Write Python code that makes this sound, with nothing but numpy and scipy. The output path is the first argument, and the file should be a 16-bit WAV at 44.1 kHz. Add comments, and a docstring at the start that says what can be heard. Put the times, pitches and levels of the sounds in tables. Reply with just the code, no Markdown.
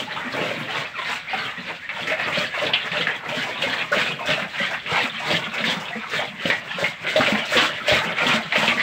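"""Pigs chomp wet mash from a bowl and a trough in a concrete pen, over the faint hush of the yard.
From the start tongues lick and slurp between soft grunts, as bursting films and narrow bands of noise.
Lips smack as torn saliva rings the mouth; suction pops and jaw thuds join in, as damped low rings.
About three bites a second swell in the squelch, spray, hollow and throat; later saliva crackles too.
The low walls of the pen answer briefly."""
import sys
import numpy as np
from scipy import signal
from scipy.fft import rfft, irfft, next_fast_len
from scipy.io import wavfile
from scipy.ndimage import uniform_filter1d, map_coordinates

SR = 44100
rng = np.random.default_rng(int(sys.argv[2]) if len(sys.argv) > 2 else 0)


def output_pcm(signal):
    """Save a mono or channel-first signal as 16-bit PCM at the path in sys.argv[1].

    Samples are clipped to [-1, 1] before scaling.
    """
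    pcm = np.clip(np.atleast_2d(signal).T, -1, 1) * 32767
    wavfile.write(sys.argv[1], SR, np.round(pcm).astype(np.int16))


N = 388962  # samples in the scene

# Lips and tongue tearing loose. Each row: start in seconds, peak of the direct sound in dB,
# mouth resonance in Hz.
SMACK_EVENTS = [(0.164, -19, 1220), (0.683, -21.5, 1780), (1.158, -19.5, 2340), (1.33, -22, 1570),
                (1.891, -16.5, 2160), (2.072, -14.5, 2090), (2.099, -12.5, 2230), (2.122, -11.5, 1900),
                (2.196, -17.5, 1740), (2.328, -16.5, 2280), (2.666, -13, 3330), (2.735, -5, 2980),
                (2.754, -24, 2550), (2.917, -14.5, 2280), (3.01, -15.5, 3300), (3.07, -10, 1680),
                (3.29, -19, 2630), (3.621, -14, 2940), (3.731, -15, 1840), (3.928, -13.5, 1320),
                (4.014, -13.5, 2410), (4.272, -21, 2940), (4.303, -13.5, 3080), (4.862, -17, 2420),
                (5.305, -18, 3040), (5.58, -18, 2900), (5.64, -12, 1950), (6.134, -19, 1405),
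                (6.456, -15.5, 2840), (6.501, -6.5, 2000), (6.842, -9.5, 2210), (7.067, -15, 2180),
                (7.161, -13, 3660), (7.207, -9, 1390), (7.263, -8.5, 2540), (7.349, -12.5, 1890),
                (7.569, -6.5, 3280), (7.882, -9.5, 2470), (8.184, -12.5, 2160), (8.267, -9.5, 3300),
                (8.523, -9.5, 2050), (8.555, -8.5, 2080), (8.622, -15, 2840), (8.679, -6.5, 2600),
                (8.798, -11, 2060)]


def amp(db):
    """Decibels to gain."""
    return 10 ** (np.asarray(db) / 20)


def unit(x):
    """Scale to rms 1."""
    return x / np.sqrt(np.mean(x ** 2) + 1e-20)


def along(points, hz):
    """(Hz, value) points joined on a log frequency axis."""
    f, v = np.transpose(points)
    return np.interp(np.log(hz + 1), np.log(f + 1), v)


def filtered(x, response):
    """x times a complex response of frequency, zero-padded so that the end does not wrap round."""
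    m = next_fast_len(len(x) + 8192)
    spectrum = rfft(x, m) * response(np.fft.rfftfreq(m, 1 / SR))
    return irfft(spectrum, m)[:len(x)]


def coloured(x, curve):
    """x through a filter curve in dB, at rms 1."""
    return unit(filtered(x, lambda hz: amp(along(curve, hz))))


def resonance(f, centre, width):
    """Causal response of one damped mode."""
    return 1j * f * width / (centre ** 2 - f ** 2 + 1j * f * width)


def add(track, s, sound):
    """Mix a sound into the track at s seconds."""
    part = track[max(round(s * SR), 0):][:len(sound)]
    part += sound[:len(part)]


def in_pen(x, wet_db):
    """x plus the echo of the concrete walls, which changes six times a second as the heads move."""
    # How long the pen rings. Each row: frequency in Hz, time to fall by 60 dB in seconds.
    pen_decay = [(150, 0.28), (700, 0.29), (2000, 0.36), (5500, 0.04), (14000, 0.14)]
    out = np.zeros(min(len(x) + SR // 2, N))
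    hop = SR // 6
    for start in range(0, len(x), hop):
        hz, t, z = signal.stft(rng.standard_normal(SR // 4), SR, nperseg=256)
        decay = amp(-60 * t / along(pen_decay, hz)[:, None])
        tail = signal.istft(z * decay, SR, nperseg=256)[1]
        # direct sound, a short gap, then the diffuse tail
        answer = np.r_[1, np.zeros(SR // 300), amp(wet_db) * tail / np.linalg.norm(tail)]
        add(out, start / SR, signal.fftconvolve(x[start:start + hop], answer))
    return out


def yard():
    """The faint hush of the yard: steady coloured noise."""
    # Tone of the hush. Each row: frequency in Hz, relative level in dB per Hz.
    yard_curve = [(25, -29), (60, -1.5), (160, -2.5), (400, -17), (2300, 3.5), (5300, -29), (7900, -30),
                  (9800, -44), (15500, -37)]
    return amp(-42.5) * coloured(rng.standard_normal(N), yard_curve)


def chewing():
    """Tongues squelch, teeth press spray from the mash, mouth and throat ring, uneven with the lumps."""
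    # Filters for tongue, spray, mouth and throat. Each row: frequency in Hz, relative gain in dB.
    squelch_curve = [(300, -45), (700, -2), (1100, -8), (1600, -4.5), (2100, -1.5), (2700, -1.5),
                     (3400, -2.5), (4200, -6.5), (5300, -18), (9000, -60)]
    spray_curve = [(400, -20), (900, -24.5), (2000, -1.5), (3500, 10.5), (4400, 5.5), (5300, 2), (6600, -1),
                   (7800, 1), (9000, -11), (10500, -16), (12000, -14.5), (13500, -11.5), (15500, -6)]
    hollow_curve = [(200, -33), (330, -8), (420, -7), (485, -0.5), (530, -4), (615, 2.5), (700, -7.5),
                    (900, -10.5), (1400, 1)]
    throat_curve = [(25, -47), (45, -38), (62, -27), (80, -17), (115, -4.5), (165, 2), (190, -6),
                    (225, 0.5), (290, -6.5), (400, -21), (700, -44)]
    fizz_hz = 5200  # above this the finest droplets come and go on their own
    squelch_gain, spray_gain, hollow_gain, throat_gain = mouth_levels()

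    squelch = bubbles(rate=650, pitch_hz=1836, spread=0.715, cycles=5.3, size_db=5.0, size=440, wander=0.2546)
    squelch = steady(coloured(in_pen(squelch, wet_db=1.5), squelch_curve), window=0.042)
    squelch *= squelch_gain * lumps(depth_db=1.4, rate=30)

    spray = bubbles(rate=5000, pitch_hz=4410, spread=1.16, cycles=0.74, size_db=1.0, size=64, wander=0.1)
    spray = steady(coloured(in_pen(spray, wet_db=-2.5), spray_curve), window=0.066)
    fizz = filtered(spray, lambda hz: 1 - 1 / (1 + (hz / fizz_hz) ** 8))
    coarse = lumps(depth_db=1.9, rate=25) * (spray - fizz)
    fine = lumps(depth_db=2.3, rate=35) * fizz
    wet = squelch + spray_gain * (coarse + fine)

    hollow = bubbles(rate=500, pitch_hz=600, spread=0.65, cycles=1.17, size_db=3.5, size=440, wander=0.19)
    hollow = steady(coloured(in_pen(hollow, wet_db=-1), hollow_curve), window=0.047)
    hollow *= hollow_gain * lumps(depth_db=2.5, rate=25)

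    throat = steady(coloured(rng.standard_normal(N), throat_curve), window=0.13)
    throat *= throat_gain * lumps(depth_db=2.5, rate=24)
    return wet * lips() + hollow + throat


def mouth_levels():
    """Gains of squelch, spray, hollow and throat: powers of bites and licks add to the idle chewing."""
    # The other mouths never rest. Levels in dB of squelch, spray, hollow and throat.
    idle_db = [-41.5, -49, -58, -53.5]
    # The jaw closes on a mouthful. Each row: start in seconds, length in seconds, tongue squelch in dB,
    # spray of crushed mash in dB, hollow of the mouth in dB.
    bite_strokes = [(-0.005, 0.018, -27.5, -31, -32.5), (0.341, 0.18, -28.5, -36.0, -28.5),
                    (0.76, 0.06, -25, -33.5, -32.5), (1.089, 0.063, -26, -32, -37.5),
                    (1.368, 0.11, -27, -39.5, -37.5), (1.689, 0.024, -27.5, -40, -37.5),
                    (1.995, 0.127, -28.0, -36, -35), (2.312, 0.14, -25.0, -35, -33.5),
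                    (2.631, 0.058, -23, -31.5, -29.5), (2.938, 0.09, -23, -33.5, -32),
                    (3.359, 0.088, -24.5, -32.5, -32.5), (3.622, 0.13, -23.5, -33.5, -35.5),
                    (3.961, 0.059, -20, -28.5, -26.5), (4.283, 0.06, -21, -30, -26.5),
                    (4.572, 0.091, -24, -35, -41), (4.922, 0.12, -22, -30.5, -32),
                    (5.273, 0.098, -22, -29.5, -28), (5.669, 0.055, -26, -28, -32),
                    (6.125, 0.086, -24, -33, -33), (6.479, 0.038, -22, -29, -30),
                    (6.806, 0.06, -26.5, -31.5, -37.5), (7.1, 0.2, -23.5, -29.5, -33.5),
                    (7.269, 0.11, -25, -33.5, -31.5), (7.531, 0.13, -19, -25.5, -30),
                    (7.892, 0.1, -18.0, -26.0, -29), (8.227, 0.14, -20, -28, -27.5),
                    (8.57, 0.15, -19.5, -27.5, -30.5)]
    # Softer tongue work between the bites. Each row: start in seconds, length in seconds,
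    # tongue squelch in dB, hollow of the mouth in dB.
    lick_strokes = [(0.115, 0.17, -32, -40), (0.563, 0.21, -32.5, -39.5), (0.993, 0.08, -31, -44),
                    (1.315, 0.03, -28, -40.5), (1.58, 0.076, -36.5, -50), (1.898, 0.081, -35, -46.5),
                    (2.194, 0.088, -27.5, -36), (2.551, 0.039, -26.0, -44), (2.736, 0.143, -29.5, -40),
                    (3.068, 0.086, -30, -39.5), (3.259, 0.051, -31, -37), (3.492, 0.097, -29.5, -38.5),
                    (3.785, 0.035, -27, -36.5), (4.068, 0.043, -27, -32), (4.201, 0.026, -31.5, -41),
                    (4.402, 0.033, -27, -36), (4.686, 0.069, -28, -42.0), (4.848, 0.031, -36, -45),
                    (5.153, 0.094, -31, -48), (5.428, 0.042, -30, -43), (5.554, 0.058, -25, -39.5),
                    (5.764, 0.14, -33.5, -42), (5.938, 0.1, -34.5, -54), (6.223, 0.032, -32.0, -37),
                    (6.407, 0.045, -30, -45), (6.556, 0.13, -42, -47), (6.715, 0.091, -30.5, -56),
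                    (7.047, 0.045, -30, -37.5), (7.39, 0.06, -28.5, -43), (7.693, 0.095, -30.5, -40),
                    (8.04, 0.079, -26, -34.5), (8.183, 0.027, -22.5, -52), (8.417, 0.052, -34, -57),
                    (8.53, 0.023, -22.5, -44), (8.779, 0.05, -24, -36)]
    lick_spray_db = -15  # relative to the squelch of the lick
    bite_throat_db, lick_throat_db = -6, -5  # relative to the hollow of the mouth
    throat_lag_s = 0.013  # the throat follows the mouth

    power = amp(idle_db)[:, None] ** 2 * np.ones(N)
    for s, length, squelch_db, spray_db, hollow_db in bite_strokes:
        gains = amp([squelch_db, spray_db, hollow_db, hollow_db + bite_throat_db])
        power += np.outer(gains ** 2, stroke(s, length, attack=0.034, release=0.042, arch_db=2.0))
    for s, length, squelch_db, hollow_db in lick_strokes:
        gains = amp([squelch_db, squelch_db + lick_spray_db, hollow_db, hollow_db + lick_throat_db])
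        # a negative arch makes the lick dip halfway: strongest at its ends
        power += np.outer(gains ** 2, stroke(s, length, attack=0.019, release=0.033, arch_db=-1.5))
    squelch, spray, hollow, throat = np.sqrt(power)
    late_throat = np.interp(np.arange(N) - throat_lag_s * SR, np.arange(N), throat)
    return squelch, spray, hollow, late_throat


def stroke(s, length, attack, release, arch_db):
    """Power of one mouth movement: it swells, holds in an arch and dies away (time constants in s)."""
    t = np.arange(-SR // 4, int((length + .4) * SR)) / SR
    fade = np.exp(np.minimum(t, 0) / attack - np.maximum(t - length, 0) / release)
    arch = amp(arch_db * (np.sin(np.pi * np.clip(t / length, 0, 1)) - 1.0))
    power = np.zeros(N + SR)  # a second of lead-in, for strokes that swell before the start
    add(power, s + t[0] + 1, (fade * arch) ** 2)
    return power[SR:]


def bubbles(rate, pitch_hz, spread, cycles, size_db, size, wander):
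    """Bursting films of wet feed: damped rings, size samples long, whose pitch wanders with the tongue."""
    count = int(rate * N / SR)
    tongue = rng.standard_normal(N // 1400)
    start, luck, pitch = rng.random((count, 3)).T[:, :, None]
    shape = map_coordinates(tongue, [start * (len(tongue) - 1)])
    hz = pitch_hz * np.exp(spread * (2 * pitch - 1) + wander * shape)
    hz = np.clip(hz, 80, SR / 2.5)
    t = np.arange(size) / SR
    # many small films, a few large ones
    strength = amp(size_db * np.minimum(-np.log(1 - luck), 3)) * np.sqrt(hz)
    rings = strength * np.exp(-t * hz / cycles) * np.sin(2 * np.pi * hz * t)
    where = (start * N).astype(int) + np.arange(size)
    return unit(np.bincount(where.ravel(), rings.ravel(), N)[:N])


def steady(x, window):
    """x with swells longer than the window (s) evened out, so that only the grain is left."""
    return x / np.sqrt(np.abs(uniform_filter1d(x ** 2, int(window * SR))) + 1e-6)


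def lumps(depth_db, rate):
    """A gain that wavers as lumps of feed pass through the mouth."""
    return unit(amp(depth_db * wobble(rate)))


def wobble(rate):
    """A smooth random curve, rate knots a second."""
    knots = rng.standard_normal(N // 200)
    return map_coordinates(knots, [np.arange(N) * rate / SR], mode="mirror")


def lips():
    """Gain of the wet noise: sealed lips hush it just before a smack."""
    seal_db, seal_s = -3.0, 0.038  # change at the smack, time constant of the approach
    db = np.zeros(N)
    before = np.arange(SR // 10)[::-1] / SR
    for s, _, _ in SMACK_EVENTS:
        add(db, s - before[0], seal_db * np.exp(-before / seal_s))
    return amp(db)


def mouth_sounds():
    """Slurps, grunts, smacks, pops, thuds and crackles, each with its own echo."""
    # Air sucked past the tongue, the gap changing shape. Each row: start in seconds, length in seconds,
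    # start pitch in Hz, end pitch in Hz, rms of the direct sound in dB.
    slurp_events = [(0.067, 0.046, 777, 970, -36.5), (.16, 0.035, 900, 835, -35),
                    (.68, 0.058, 812, 765, -38), (0.94, 0.049, 1416, 1110, -37.5),
                    (0.975, 0.056, 1073, 1137, -34.5), (1.014, .04, 1200, 1670, -41),
                    (0.951, 0.063, 2590, 2000, -35.5), (1.272, 0.045, 2130, 2680, -36),
                    (1.485, 0.032, 1190, 1250, -37.5), (1.562, .05, 2035, 1726, -36.5),
                    (1.825, .05, 1690, 1970, -37), (2.441, 0.038, 1755, 1690, -31),
                    (3.23, 0.041, 855, 1000, -46), (3.92, 0.027, 1275, 1880, -20.5),
                    (4.071, 0.066, 2500, 2570, -31.5), (4.188, .07, 1102, 770, -35.5),
                    (4.587, 0.058, 1860, 2210, -27), (5.094, 0.026, 3580, 3500, -35),
                    (5.69, .04, 3380, 3240, -28.5), (5.922, 0.053, 1937, 2100, -33.5),
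                    (6.021, 0.091, 1590, 850, -39.5), (6.258, .09, 2750, 2670, -51),
                    (6.682, 0.15, 3340, 2750, -40), (7.372, 0.13, 3365, 2725, -34),
                    (7.8, 0.033, 1344, 1360, -34.5), (8.774, 0.051, 1985, 2170, -26)]
    # Soft grunts with a closed mouth. Each row: start in seconds, length in seconds, pitch in Hz,
    # rms of the direct sound in dB.
    grunt_events = [(.075, 0.048, 183, -44), (.24, .09, 239, -39), (.6, 0.053, 226, -40.5),
                    (1.578, 0.057, 211, -38.5), (1.945, 0.06, 166, -45), (2.91, 0.058, 162, -39),
                    (3.065, .05, 173, -47), (3.37, 0.043, 244, -36), (4.09, 0.067, 162, -39),
                    (4.41, 0.053, 184, -40), (5.035, 0.044, 219, -37.5), (5.135, 0.068, 203, -44),
                    (5.46, 0.055, 204, -40), (5.58, 0.11, 214, -37), (5.754, 0.04, 201, -32),
                    (5.951, 0.06, 213, -36), (6.15, 0.053, 157.5, -41), (6.288, 0.12, 205, -40.5),
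                    (6.745, .05, 190, -41), (7.005, 0.068, 161, -43), (7.615, 0.058, 296, -37),
                    (7.81, 0.047, 217, -44), (8.05, 0.063, 201, -34), (8.375, 0.038, 215, -42),
                    (8.45, 0.042, 160, -39), (8.738, 0.049, 219.5, -35.5)]
    # Suction pops of the opening mouth. Each row: start in seconds, peak of the direct sound in dB,
    # cavity pitch in Hz.
    pop_events = [(0.35, -25.5, 603), (0.511, -24.5, 564), (1.332, -19.5, 774), (2.116, -20.5, 619),
                  (2.273, -24.5, 612), (2.372, -18.5, 604), (2.575, -24.5, 664), (2.617, -22.5, 591),
                  (2.932, -25.5, 580), (2.999, -23, 498), (3.322, -25, 588), (3.636, -21.5, 550),
                  (3.917, -18, 575), (4.207, -24, 700), (4.251, -28, 626), (4.378, -22.5, 662),
                  (4.6, -23.5, 576), (4.914, -23.5, 500), (5.326, -21.5, 582), (5.955, -29, 492),
                  (6.134, -25, 485), (6.192, -25, 621), (6.455, -18.5, 572), (6.784, -21.5, 554),
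                  (6.824, -21, 593), (7.159, -9.5, 615), (7.281, -20.5, 569), (7.521, -20.5, 602),
                  (7.554, -16, 504), (7.883, -14, 613), (7.911, -12.5, 595), (8.557, -16, 620),
                  (8.631, -19, 585)]
    # Jaws shutting on the mash. Each row: start in seconds, peak of the direct sound in dB,
    # pitch of the knock in Hz.
    thud_events = [(0.405, -25.5, 168), (2.076, -32, 273), (2.38, -18.5, 168.4), (2.654, -25, 179),
                   (2.999, -23, 161), (3.368, -28, 166), (3.664, -24, 254), (3.968, -21.5, 156),
                   (4.288, -19.5, 166), (4.608, -22.5, 185), (4.921, -22.5, 170), (5.333, -17.5, 169),
                   (5.676, -20, 168), (6.454, -16, 221), (6.826, -22.5, 165), (7.198, -14.5, 247),
                   (7.323, -13, 212), (7.564, -19, 238), (7.922, -16.5, 162), (8.258, -19.5, 250),
                   (8.335, -18.5, 222), (8.579, -19.5, 218), (8.682, -17.5, 230)]
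    # Saliva crackling between the teeth. Each row: start in seconds, peak of the direct sound in dB.
    crackle_events = [(2.072, -31), (2.385, -32), (2.855, -35), (3.285, -33.5), (3.918, -31), (4.258, -28),
                      (4.708, -35), (5.538, -33), (5.8, -34), (6.098, -32), (7.454, -30), (7.88, -25)]

    track = np.zeros(N)
    for s, length, start_hz, end_hz, db in slurp_events:
        slurp = sliding_air(length, start_hz, end_hz, width_hz=0.1 * start_hz)
        add(track, s, amp(db) * in_pen(slurp, wet_db=-9.0))
    for s, length, hz, db in grunt_events:
        grunt = sliding_air(length, hz, hz, width_hz=43.5)
        add(track, s, amp(db) * in_pen(grunt, wet_db=-6))
    for s, db, hz in SMACK_EVENTS:
        wet_smack = smack(hz, life=0.016, width_share=0.21, dull_hz=4260)
        add(track, s, amp(db) * in_pen(wet_smack, wet_db=-6.5))
    for s, db, hz in pop_events:
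        suction_pop = pop(hz, rise=0.001, life=0.013, lift=0.054, rough=1.8)
        add(track, s, amp(db) * in_pen(suction_pop, wet_db=-6))
    for s, db, hz in thud_events:
        jaw_thud = thud(hz, width_hz=15.3, life=0.0066, slop=0.16, flesh=0.18)
        add(track, s, amp(db) * in_pen(jaw_thud, wet_db=-8.5))
    for s, db in crackle_events:
        spatter = crackle(life=0.034, size_db=3.0)
        add(track, s, amp(db) * in_pen(spatter, wet_db=0))
    return track


def sliding_air(length, start_hz, end_hz, width_hz):
    """Slurp or grunt: a narrow band of noise, sliding or level in pitch, swelling quickly and fading."""
    u = np.linspace(0, 1, int(length * SR))
    flutter = np.array([1, 1j]) @ rng.standard_normal((2, SR // 4))
    narrow = signal.butter(2, width_hz / 2, fs=SR, output="sos")
    flutter = signal.sosfilt(narrow, flutter)[-len(u):]  # the settled end of the noise
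    hz = start_hz * (end_hz / start_hz) ** u
    air = np.real(flutter * np.exp(2j * np.pi * np.cumsum(hz) / SR))
    return unit(np.sin(np.pi * u ** 0.56) * air)


def smack(mouth_hz, life, width_share, dull_hz):
    """A film of saliva tears in a quick volley of clicks that ring the mouth."""
    t = np.arange(SR // 12) / SR
    clicks = rng.standard_normal(len(t))
    tear = clicks * np.abs(clicks) * np.exp(-t / life)
    tear /= np.linalg.norm(tear)
    tear[0] += .35  # the first snap
    width_hz = width_share * mouth_hz
    ring = filtered(tear, lambda f: resonance(f, mouth_hz, width_hz) * resonance(f, 1700, 3000))
    ring = signal.sosfilt(signal.butter(N=6, Wn=dull_hz, fs=SR, output="sos"), ring)
    return ring / np.abs(ring).max()


def pop(cavity_hz, rise, life, lift, rough):
    """Suction lets go and the cheek cavity rings, its pitch lifting as the mouth opens."""
    t = np.arange(SR // 10) / SR
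    drift = np.cumsum(rng.standard_normal(len(t))) / np.sqrt(len(t))
    hz = cavity_hz * (1 + lift * (.5 - np.exp(-t / life)))
    swell = (1 - np.exp(-t / rise)) * np.exp(-t / life)
    ring = swell * np.sin(2 * np.pi * np.cumsum(hz) / SR + rough * drift)
    return ring / np.abs(ring).max()


def thud(knock_hz, width_hz, life, slop, flesh):
    """The jaw shuts: one soft push and some slop into a low knock and the dull flesh around it."""
    t = np.arange(SR // 7) / SR
    push = slop * rng.standard_normal(len(t)) * np.exp(-t / life)
    push[0] += 1

    def jaw(f):
        """Narrow knock plus broad flesh, softened together."""
        body = resonance(f, knock_hz, width_hz) + flesh * resonance(f, 190, 260)
        return body * resonance(f, 196, 300)

    ring = filtered(push, jaw)
    return ring / np.abs(ring).max()


def crackle(life, size_db):
    """A film of saliva bursts into a quick spatter of tiny bright clicks."""
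    # Tone of the spatter. Each row: frequency in Hz, relative gain in dB.
    crackle_curve = [(1500, -30), (3500, -4), (5200, 8), (6600, 2.5), (7800, -1), (9000, -10), (11500, -17),
                     (13500, -16), (15500, -10)]
    t = np.arange(SR // 8) / SR
    sizes = amp(size_db * np.minimum(rng.exponential(size=len(t)), 4))
    clicks = rng.standard_normal(len(t)) * sizes * np.exp(-t / life)
    spatter = coloured(clicks, crackle_curve)
    return spatter / np.abs(spatter).max()


def scene():
    """The feeding pigs over the faint hush of the yard."""
    return (yard() + chewing() + mouth_sounds())[None]


def record(dry):
    """The recorder loses the deepest bass and keeps nothing above its band limit."""
    bass_hz, top_hz = 34, 15750

    def band(hz):
        """Bass roll-off and a sharp upper limit."""
        return (hz < top_hz) * hz ** 2 / (hz ** 2 + bass_hz ** 2)

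    return np.array([filtered(x, band) for x in dry])


dry = scene()
out = record(dry)
output_pcm(out)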